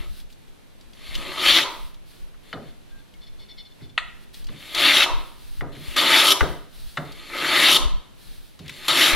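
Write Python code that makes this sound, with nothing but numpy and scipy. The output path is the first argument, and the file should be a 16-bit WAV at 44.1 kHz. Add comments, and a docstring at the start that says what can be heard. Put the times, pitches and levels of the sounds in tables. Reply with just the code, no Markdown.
"""In a small wooden shop, a hand plane is set on a plywood strip, slid into place and pushed five times.
Breaking fibres make a random friction force that drives the resonances of iron, sole and board.
Between strokes, impacts of the plane set the bench vibrating; once its depth wheel is turned, scraping
and squeaking, and its cap lever snaps shut. Tool and chips tick, and the room reverberates.
A close stereo microphone also picks up low bumps, soft swishes of sleeves and sole, and quiet room air."""
import sys
import numpy as np
from scipy import signal
from scipy.fft import rfft, irfft, next_fast_len
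from scipy.io import wavfile
from scipy.ndimage import uniform_filter1d, map_coordinates

SR = 44100
rng = np.random.default_rng(int(sys.argv[2]) if len(sys.argv) > 2 else 0)


def log_audio(samples):
    """Write samples as a 16-bit WAV file to the path given in sys.argv[1]."""
    # one column per channel
    frames = np.atleast_2d(samples).T
    # limit to full scale, then quantise
    limited = np.clip(frames, -1, 1)
    pcm = np.round(limited * 32767).astype(np.int16)
    wavfile.write(sys.argv[1], SR, pcm)


N = 403515

# Noise spectra. Each row: frequency in Hz, relative spectral density in dB.
AIR_SPECTRUM = [(40, -11), (70, 3.5), (220, 0), (540, -7.5), (1100, -14), (2000, -15.5), (3900, -16),
                (5000, -22), (7500, -25.5), (12000, -23.5), (15000, -34), (16000, -39)]
SWISH_SPECTRUM = [(880, -16), (1500, -6.5), (2100, -8), (4070, 0.5), (4810, -4), (6930, -13.5), (9700, -7),
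                  (14000, -11), (15900, -13.5)]
RUMBLE_SPECTRUM = [(8.8, -34.5), (15, 9.5), (26, 3), (42, -7), (100, -19.5), (134, -21.5), (220, -28),
                   (290, -58), (480, -120)]
# Coherence of the room air. Each row: frequency in Hz, left-right correlation.
AIR_CORRELATION = [(60, -0.67), (180, -0.46), (550, -0.28), (1650, 0.32), (4970, 0.43), (15000, -0.22)]
# Swells of noise. Each row: start, crest and end in seconds, level in dB.
SOFT_SWISHES = [(0.0, .18, 0.26, -50), (0.27, .32, 0.35, -59), (1.6, 1.72, 2, -48), (2.03, 2.1, 2.37, -55),
                (4.17, 4.24, 4.26, -57.5), (4.325, 4.345, 4.5, -48), (5.1, 5.2, 5.7, -56.5),
                (5.32, 5.58, 5.64, -51), (6.3, 6.4, 6.7, -49.5), (6.66, 6.82, 7.25, -49.5),
                (8.08, 8.3, 8.71, -52), (4.5, 4.7, 5.5, -50), (5.7, 5.9, 6.9, -48), (8.66, 8.84, 13, -52)]  # sleeves; in the last three rows, the sole hissing into a cut
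MIC_SWAYS = [(-.1, 0, .45, -32.5), (.95, 1.1, 1.65, -38), (1.7, 1.8, 2.05, -36), (1.95, 2.13, 2.33, -42.5),
             (3.9, 4.15, 4.24, -42), (4.35, 4.5, 4.62, -38), (4.68, 4.8, 4.7, -30), (5.02, 5.13, 5.35, -35),
             (5.3, 5.6, 5.9, -36.5), (6.3, 6.52, 6.75, -39), (6.7, 6.87, 6.9, -36),
             (7.76, 7.89, 8.05, -22.5), (8.1, 8.28, 8.6, -38), (9.05, 9.15, 9.2, -33)]
# Jolts through the microphone. Each row: start in seconds, relative level in dB.
MIC_JOLTS = [(0.069, -36), (1.089, -33), (5.438, -40), (5.881, -29), (6.413, -13.5), (6.498, -26),
             (6.868, -36), (7.855, -17), (9.132, -20.5)]

# Reverberation time of the shop. Each row: frequency in Hz, T60 in seconds.
ROOM_T60 = [(100, 0.37), (400, 0.42), (1100, 0.49), (2500, 0.59), (5000, 0.45), (12000, 0.29)]
# Balances of the sound field. Each row: frequency in Hz, gain in dB.
REVERB_GAIN = [(100, -2), (400, -1.5), (1100, -8), (3000, -11), (8000, -5), (15000, -10)]
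REVERB_SIDE_RE_MID = [(100, -4), (300, -8.5), (1000, -3.5), (3000, -12), (8000, 7), (15000, 4)]
DIRECT_LEFT_RE_RIGHT = [(60, 3), (180, -4), (550, 0.5), (1650, 1.5), (4970, 3), (15000, -3.5)]

# Resonances. Each row: frequency in Hz, bandwidth in Hz, relative level in dB.
IRON_MODES = [(2850, 164, -5), (3093, 108, 2.5), (3430, 164, 1.5), (3635, 88, 3), (3810, 124, -1.5),
              (4140, 185, -1), (4470, 170, -2), (5350, 270, -26.5)]  # cutting iron
FIZZ_MODES = [(5050, 430, 1), (6060, 520, -5.5), (6470, 140, 1.5), (7310, 520, -2), (8680, 300, -1),
              (10040, 210, 1), (10810, 330, 1.5), (11630, 390, 0.5), (13270, 710, -7.5),
              (15500, 1200, -21.5)]  # high modes of iron and cap
SOLE_MODES = [(1586, 770, -6), (2164, 365, 3), (2714, 130, -1)]  # cast sole
CASTING_MODES = [(2980, 39, -13), (3510, 45, 0.5), (4220, 54, -6.5), (4500, 140, -12.5), (5420, 130, -17.5)]  # upper modes of the plane body
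SEAT_MODES = [(1880, 130, -12), (2200, 56, -1)]  # lower modes of the blade seat
BOARD_MODES = [(144, 31, -13), (255, 54, -8), (352, 56, -3), (582, 67, -3), (897, 45, -3.5),
               (985, 53, -5.5), (1263, 93, 1.5)]  # strip and bench top, rubbed
EDGE_MODES = [(4050, 297, 7.5), (4360, 340, 1.5), (5290, 730, -10.5), (6100, 600, -13.5)]  # bright ring near the strip's end
FREE_STRIP_MODES = [(320, 54, -6), (613, 215, -6), (982, 86, 5), (1265, 150, 0)]  # strip without load
PINCHED_STRIP_MODES = [(1280, 480, 2.5), (1600, 540, 3.5), (1970, 430, 2)]  # strip under the sole
BENCH_MODES = [(98, 49, -6.5), (156.5, 26, 0), (225, 40, -5), (297, 50, -2.5), (400, 68, -4),
               (586, 154, -5), (739, 110, -5), (971, 87, -8.5), (1225, 72, -4.5), (1580, 310, -11)]  # bench top, struck
# Steel modes of the cap lever. Each row: frequency in Hz, relative level in dB, T60 in seconds.
LEVER_MODES = [(700, -15, .03), (974, -13, .03), (1290, -6, .035), (1920, -1, .03), (2150, -4, .03),
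               (2690, -5, .022), (3050, -7, .02), (3520, -5, .03), (4150, -10, .018), (6900, -27, .012)]

# Ticks of tool and chips. Each row: start in seconds, drive level in dB, centre frequency in Hz.
CHIP_TICKS = [(0.2, -32, 3940), (0.3, -38.5, 3030), (0.325, -37, 4240), (0.478, -43, 3300),
              (0.8094, -39.5, 4040), (0.932, -33.5, 3400), (1.142, -24.5, 3460), (1.1505, -16.5, 3420),
              (1.278, -30, 3990), (1.9424, -37, 3830), (3.1373, -39, 3080), (4.3417, -27.5, 4000),
              (4.423, -39.5, 3270), (4.442, -32.5, 4100), (4.468, -29, 3400), (4.7475, -10, 3780),
              (4.775, -16, 3400), (5.75, -32, 2170), (5.9638, -6, 3380), (7.119, -29, 4310),
              (8.5902, -32, 4050), (8.659, -28, 2170), (8.679, -24, 3580), (8.693, -15, 2220),
              (8.72, -43, 2770)]
# Turns of the depth wheel. Each row: start and length in seconds, relative level in dB.
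WHEEL_TURNS = [(2.892, 0.028, -54), (2.97, 0.051, -58), (3.08, 0.022, -61), (3.202, 0.062, -48),
               (3.256, 0.037, -45), (3.32, 0.021, -60), (3.377, 0.081, -46), (3.476, 0.059, -42),
               (3.564, 0.062, -38.5), (3.64, 0.04, -46.5), (3.698, 0.03, -52), (3.805, 0.064, -49),
               (3.888, 0.018, -47)]
# Squeaks of its dry thread. Each row: start and length in seconds, frequency in Hz, level in dB.
THREAD_SQUEAKS = [(2.903, 0.123, 1597, -57), (3.138, 0.028, 2176, -58)]
# Closing of the cap lever. Each row: start in seconds, peak level in dB.
LEVER_SNAPS = [(3.977, -6)]
# Impacts of plane on wood. Each row: start in seconds, tock level in dB, thud and click in dB re tock.
PLANE_KNOCKS = [(1.151, -33.5, -11.5, 15), (2.34, -49, -10, -14), (2.528, -20, -8, -4), (3.809, -44, 7, -8),
                (4.486, -35, -2.5, 0), (5.608, -19, -6.5, -14), (5.758, -39.5, 4, -9),
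                (6.407, -5.5, -11, -22), (6.971, -14, -7.5, -10), (8.591, -42, 8, 5)]
# Faint rubbing of the sole; the first row is a stroke dying away. Each row: start and end in seconds,
# level at start and at end in dB, board level in dB re rub.
FAINT_RUBS = [(0.0, 0.1, -45, -61, -3.5), (0.95, 1.167, -57, -41, -7.5), (1.169, 1.359, -44, -37, -1.5),
              (2.43, 2.526, -63, -56.5, -17), (2.62, 2.717, -60.5, -57.5, -12),
              (4.5, 4.745, -54.5, -41.5, -9), (5.72, 5.964, -53, -40, -10), (7.05, 7.302, -53, -45, -6),
              (8.6, 8.882, -60, -38, -9)]
# The blade cutting, one curve a stroke. Each row: time in seconds, bite in dB, sole in dB re bite.
CUT_CURVES = [
    [(1.36, -36.5, -4), (1.468, -16.5, -6.5), (1.5, -15.5, -7), (1.532, -19.5, -9.5), (1.564, -16, -9),
     (1.59, -18.5, -3.5), (1.64, -30.5, -8)],
    [(4.745, -31.5, -5), (4.801, -18, -6.5), (4.867, -16.5, 0.5), (4.953, -16, -4.5), (5.039, -18, -4.5),
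     (5.06, -36, -6)],
    [(5.962, -30.5, 3), (5.982, -18, -5.5), (6.048, -23, -5), (6.158, -16, -1), (6.268, -17, -8.5),
     (6.324, -13, -17), (6.335, -28, -8)],
    [(7.3, -48.5, 4), (7.354, -35, -1), (7.508, -25.5, 0.5), (7.628, -18, -1), (7.672, -19, -1),
     (7.716, -15, -7.5), (7.768, -18, -11), (7.78, -30.5, -8)],
    [(8.882, -15.5, -6), (8.89, -19.5, -8), (8.944, -23.5, -5.5), (9.01, -15.5, -3), (9.086, -19, -4.5),
     (9.15, -29, 7.5)],
]
# Response to each stroke. Each row: board and fizz in dB re a firm bite, run-out hum level in dB.
STROKE_RESPONSES = [(-12.5, -15.5, -29.5), (-12.5, -15, -25.5), (-8, -10.5, -28), (-8.5, -10, -29.5),
                    (-8.5, -10, -40)]


def amp(db):
    """Amplitude ratio of a level in dB."""
    return 10 ** (np.asarray(db) / 20)


def unit_rms(x):
    """Normalisation to an rms of 1."""
    return x / np.sqrt(np.mean(x ** 2) + 1e-20)


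def unit_peak(x):
    """Normalisation to a peak of 1."""
    return x / np.abs(x).max()


def along(points, hz):
    """Interpolation of (Hz, value) points on a logarithmic frequency axis."""
    freqs, values = np.transpose(points)
    return np.interp(np.log(hz + 1), np.log(freqs + 1), values)


def wobble(rate):
    """Smooth random modulation: a spline through `rate` knots a second."""
    return map_coordinates(rng.standard_normal(int(N * rate / SR) + 4), [np.arange(N) * rate / SR])


def add(track, start, sound):
    """Superposition of a sound on a track, from `start` seconds."""
    part = track[round(start * SR):][:len(sound)]
    part += sound[:len(part)]


def filtered(x, response):
    """Linear filtering: the spectrum is multiplied by a frequency response."""
    size = next_fast_len(x.shape[-1] + SR // 4)
    return irfft(rfft(x, size) * response(np.fft.rfftfreq(size, 1 / SR)), size)[..., :x.shape[-1]]


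def resonate(force, modes):
    """Modal superposition: a force drives damped resonators, summed with alternating sign."""
    return filtered(force, lambda hz: sum(
        (-1) ** k * amp(db) * 1j * hz * width / (centre ** 2 - hz ** 2 + 1j * hz * width)
        for k, (centre, width, db) in enumerate(modes)))


def lowpass(x, corner_hz, order):
    """Roll-off above a corner, 6 dB an octave for each order."""
    return filtered(x, lambda hz: 1 / (1 + 1j * hz / corner_hz) ** order)


def swells(rows):
    """Amplitude envelope with one smooth rise and fall a row."""
    t = np.arange(N) / SR
    ramps = [(db, np.interp(t, [start, crest, end], [0, 1, 0])) for start, crest, end, db in rows]
    return sum(amp(db) * ramp * ramp * (3 - 2 * ramp) for db, ramp in ramps)


def envelopes(curves):
    """Amplitude envelopes, one for each dB column after the time; silent outside the curves."""
    t, total = np.arange(N) / SR, 0
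    for rows in curves:
        times, *columns = np.transpose(rows)
        total = total + amp([np.interp(t, times, db, -200, -200) for db in columns])
    return uniform_filter1d(total, size=90, axis=1)


def stereo_noise(spectrum, correlation):
    """Partial coherence: the ratio of independent mid and side noise sets the correlation."""
    def response(hz):
        angle = np.arccos(np.clip(along(correlation, hz), -1, 1)) / 2
        return amp(along(spectrum, hz)) * [np.cos(angle), np.sin(angle)]
    mid, side = filtered(rng.standard_normal((2, N)), response)
    return unit_rms(np.array([mid + side, mid - side]))


def room_air(level_db=-52):
    """Ambient noise: a partly coherent field whose level wavers slightly."""
    return amp(level_db + 0.88 * wobble(9.7)) * stereo_noise(AIR_SPECTRUM, AIR_CORRELATION)


def swishes():
    """Friction noise: soft high swishes of sleeves and the hiss of the sole sliding into a cut."""
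    gain = swells(SOFT_SWISHES) * amp(wobble(19))
    return gain * stereo_noise(SWISH_SPECTRUM, correlation=[(2000, 1.0), (12000, 0.45)])


def microphone_sway(rest_db=-45.5):
    """Handling noise: body movement sways the microphone, giving bass largely in antiphase."""
    lumps = amp(3.9 * wobble(20))
    motion = swells(MIC_SWAYS) + amp(rest_db + 2 * wobble(2.2))
    return lumps * motion * stereo_noise(RUMBLE_SPECTRUM, correlation=[(30, -0.93), (150, -0.66)])


def microphone_jolts(swing_hz=45):
    """Heavily damped oscillation: one slow swing a jolt, in antiphase and stronger on the left."""
    out, cycles = np.zeros(N), np.arange(SR // 8) / SR * swing_hz
    for start, db in MIC_JOLTS:
        add(out, start, amp(db + 19) * np.sin(2 * np.pi * cycles) * cycles * np.exp(-2.5 * cycles))
    return out * [[1.6], [-.9]]


def room_tail(length):
    """Absorption: mid and side noise decay exponentially, each frequency with its own T60."""
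    hz, t, spectra = signal.stft(rng.standard_normal((2, length)), SR, nperseg=128)
    decay = amp(-60 * t / along(ROOM_T60, hz)[:, None])
    tail = signal.istft(spectra * decay, SR, nperseg=128)[1][:, :length]
    return tail / np.linalg.norm(tail[0])


def reverberation(x, delay_samples=200):
    """Diffuse field: each half second of sound is convolved with a new random room tail."""
    out, hop = np.zeros((2, N + 2 * SR)), SR // 2
    for start in range(0, N, hop):
        wet = signal.fftconvolve(x[None, start:start + hop], room_tail(SR * 3 // 5), axes=1)
        arrival = start + delay_samples
        out[:, arrival:arrival + wet.shape[1]] += wet
    balance = lambda hz: amp(along(REVERB_GAIN, hz) + along(REVERB_SIDE_RE_MID, hz) * [[0], [1]])
    mid, side = filtered(out[:, :N], balance)
    return np.array([mid + side, mid - side]) / np.sqrt(2)


def ticks(t60_s=0.048):
    """Transient excitation: each small click drives one broad resonance and, weakly, the iron."""
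    out, t = np.zeros(N), np.arange(SR // 12) / SR
    for start, db, hz in CHIP_TICKS:
        burst = np.minimum(t / 0.0018, 1) * amp(db - 60 * t / t60_s) * rng.standard_normal(len(t))
        add(out, start, resonate(burst, [(hz, 0.29 * hz, 0)]) + 0.42 * resonate(burst, IRON_MODES))
    return out


def depth_wheel(seat_db=-12):
    """Thread friction: scraping rings casting and blade seat; twice, stick-slip sings a note."""
    out = np.zeros(N)
    for start, length, db in WHEEL_TURNS:
        n = round(length * SR)
        scrape = rng.standard_normal(n) * amp(2.9 * rng.standard_normal(n))
        force = np.pad(scrape * signal.windows.tukey(n, .7), (0, SR // 20))
        ring = resonate(force, CASTING_MODES) + amp(seat_db) * resonate(force, SEAT_MODES)
        add(out, start, amp(db + 17.5) * ring)
    for start, length, hz, db in THREAD_SQUEAKS:
        t = np.arange(round(length * SR)) / SR
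        drift = np.cumsum(.012 * rng.standard_normal(len(t)))  # the slip cycle is not quite steady
        add(out, start, amp(db) * signal.windows.tukey(len(t), .3) * np.sin(2 * np.pi * hz * t + drift))
    return out


def cap_lever():
    """Free vibration: the lever snaps onto the iron, and damped steel modes ring over a dull crack."""
    out, t = np.zeros(N), np.arange(SR // 4) / SR
    crack_hz_db = [(500, -25.5), (1200, 4.5), (4200, 2), (5200, -30),
                   (7000, -19), (9000, -25), (16000, -54)]
    attack = np.sin(np.pi / 2 * np.minimum(t / 0.0015, 1)) ** 2
    for start, db in LEVER_SNAPS:
        ring = sum(amp(level - 60 * t / t60) * np.sin(2 * np.pi * (hz * t + rng.random()))
                   for hz, level, t60 in LEVER_MODES)
        burst = amp(-60 * t / 0.057) * rng.standard_normal(len(t))
        crack = filtered(burst, lambda hz: amp(along(crack_hz_db, hz)))
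        add(out, start, amp(db) * unit_peak((ring + 0.94 * crack) * attack))
    return out


def knocks(heel_delay_s=0.004):
    """Impact excitation: toe and heel land with a hard tock, then the bench modes swell and decay."""
    out, t = np.zeros(N), np.arange(SR // 3) / SR
    toe = amp(-60 * t / 0.014)
    heel = 0.31 * (t > heel_delay_s) * amp(-60 * (t - heel_delay_s) / 0.047)
    for start, db, thud_db, click_db in PLANE_KNOCKS:
        contact = rng.standard_normal(len(t)) * (toe + heel) * np.minimum(t / 0.00071, 1)
        settling = rng.standard_normal(len(t)) * amp(-60 * t / 0.4) * np.minimum(t / 0.007, 1)
        tock = unit_peak(resonate(contact, PINCHED_STRIP_MODES))
        click = amp(click_db) * unit_peak(resonate(contact, IRON_MODES))
        blow = lowpass(tock + click, 4500, order=2)  # wood on iron carries little treble
        reach_hz = 3000 * amp((db + 7) * 0.7)  # a gentle blow stirs only the lowest bench modes
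        thud = lowpass(resonate(settling, BENCH_MODES), reach_hz, order=2)
        add(out, start, amp(db) * (blow + amp(thud_db) * unit_peak(thud)))
    return out


def runout_hum(fade_db_per_s=112.5):
    """Free decay: relieved of the plane's weight as a cut ends, the strip hums a few hollow notes."""
    t, gain = np.arange(N) / SR, 0
    for curve, (_, _, hum_db) in zip(CUT_CURVES, STROKE_RESPONSES):
        end = curve[-1][0]
        gain = gain + (t > end) * amp(hum_db - fade_db_per_s * np.abs(t - end))
    return gain * unit_rms(resonate(rng.standard_normal(N), FREE_STRIP_MODES))


def rub_gains(fizz_db=-9.5, sole_db=-2.5):
    """Light friction: slightly uneven gains of iron, board, fizz and sole as the sole rubs faintly."""
    curves = [[(time, db, db + board_db, db + fizz_db, db + sole_db)
               for time, db in [(start, start_db), (end, end_db)]]
              for start, end, start_db, end_db, board_db in FAINT_RUBS]
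    return envelopes(curves) * amp(wobble(16))


def cut_gains(firm_db=-18, board_db_per_db=0.47, edge_end_db=-3, edge_rise_db_per_s=57):
    """Cutting load: iron, board, fizz, sole and edge follow the bite; the edge grows along the cut."""
    curves = []
    for curve, (board_db, fizz_db, _) in zip(CUT_CURVES, STROKE_RESPONSES):
        times, bite, sole_db = np.transpose(curve)
        board = firm_db + board_db + board_db_per_db * (bite - firm_db)
        edge = bite + edge_end_db - edge_rise_db_per_s * (times[-1] - times)
        curves.append(np.column_stack([times, bite, board, bite + fizz_db, bite + sole_db, edge]))
    return envelopes(curves)


def fibre_force(breaks_per_s=14000, spread_db=1.5, flutter_db=0.19):
    """Shot noise: fibres break at random times and in uneven sizes that vary with the grain."""
    breaks = (rng.random(N) < breaks_per_s / SR) * rng.standard_normal(N)
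    sizes = amp(spread_db * rng.exponential(size=N))
    flutter = amp(flutter_db * (wobble(30) + wobble(150)))
    return unit_rms(breaks * sizes * flutter)


def wood_grain(x, depth_db=1.6):
    """Spectral modulation: changing grain lifts and sinks patches of about 350 Hz by 50 ms."""
    spectra = signal.stft(x, nperseg=512)[2]
    bands = uniform_filter1d(rng.standard_normal(spectra.shape), size=4, axis=0)
    patches = uniform_filter1d(bands, size=9, axis=1)
    return signal.istft(spectra * amp(depth_db * unit_rms(patches)), nperseg=512)[1][:N]


def planing():
    """Forced vibration: one friction force drives iron, sole and board; added hiss feeds the fizz."""
    force = fibre_force()
    iron, board, fizz, sole, edge = cut_gains()
    rub_iron, rub_board, rub_fizz, rub_sole = rub_gains()
    hiss = force + 1.27 * rng.standard_normal(N)
    dull_force = lowpass(force, 700, order=1)  # a light rub stirs mostly the lowest board modes
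    paths = [(iron + rub_iron, force, IRON_MODES), (sole + rub_sole, force, SOLE_MODES),
             (board, force, BOARD_MODES), (rub_board, dull_force, BOARD_MODES),
             (edge, force, EDGE_MODES), (fizz + rub_fizz, hiss, FIZZ_MODES)]
    return wood_grain(sum(gain * amp(1.2 * wobble(30)) * unit_rms(resonate(drive, modes))
                          for gain, drive, modes in paths))


def scene():
    """Superposition of the direct sound of the work, its reverberant field and the background."""
    work = planing() + runout_hum() + depth_wheel() + knocks() + cap_lever() + ticks()
    direct = filtered(work, lambda hz: amp(along(DIRECT_LEFT_RE_RIGHT, hz) * [[.5], [-.5]]))
    return direct + reverberation(work) + room_air() + swishes() + microphone_sway() + microphone_jolts()


def record(dry, ceiling=0.95, top_hz=15800):
    """Soft saturation and band limiting: the input stage rounds peaks and removes the highest treble."""
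    rounded = dry / (1 + np.abs(dry / ceiling) ** 6) ** (1 / 6)
    return filtered(rounded, lambda hz: hz < top_hz)


dry = scene()
out = record(dry)
log_audio(out)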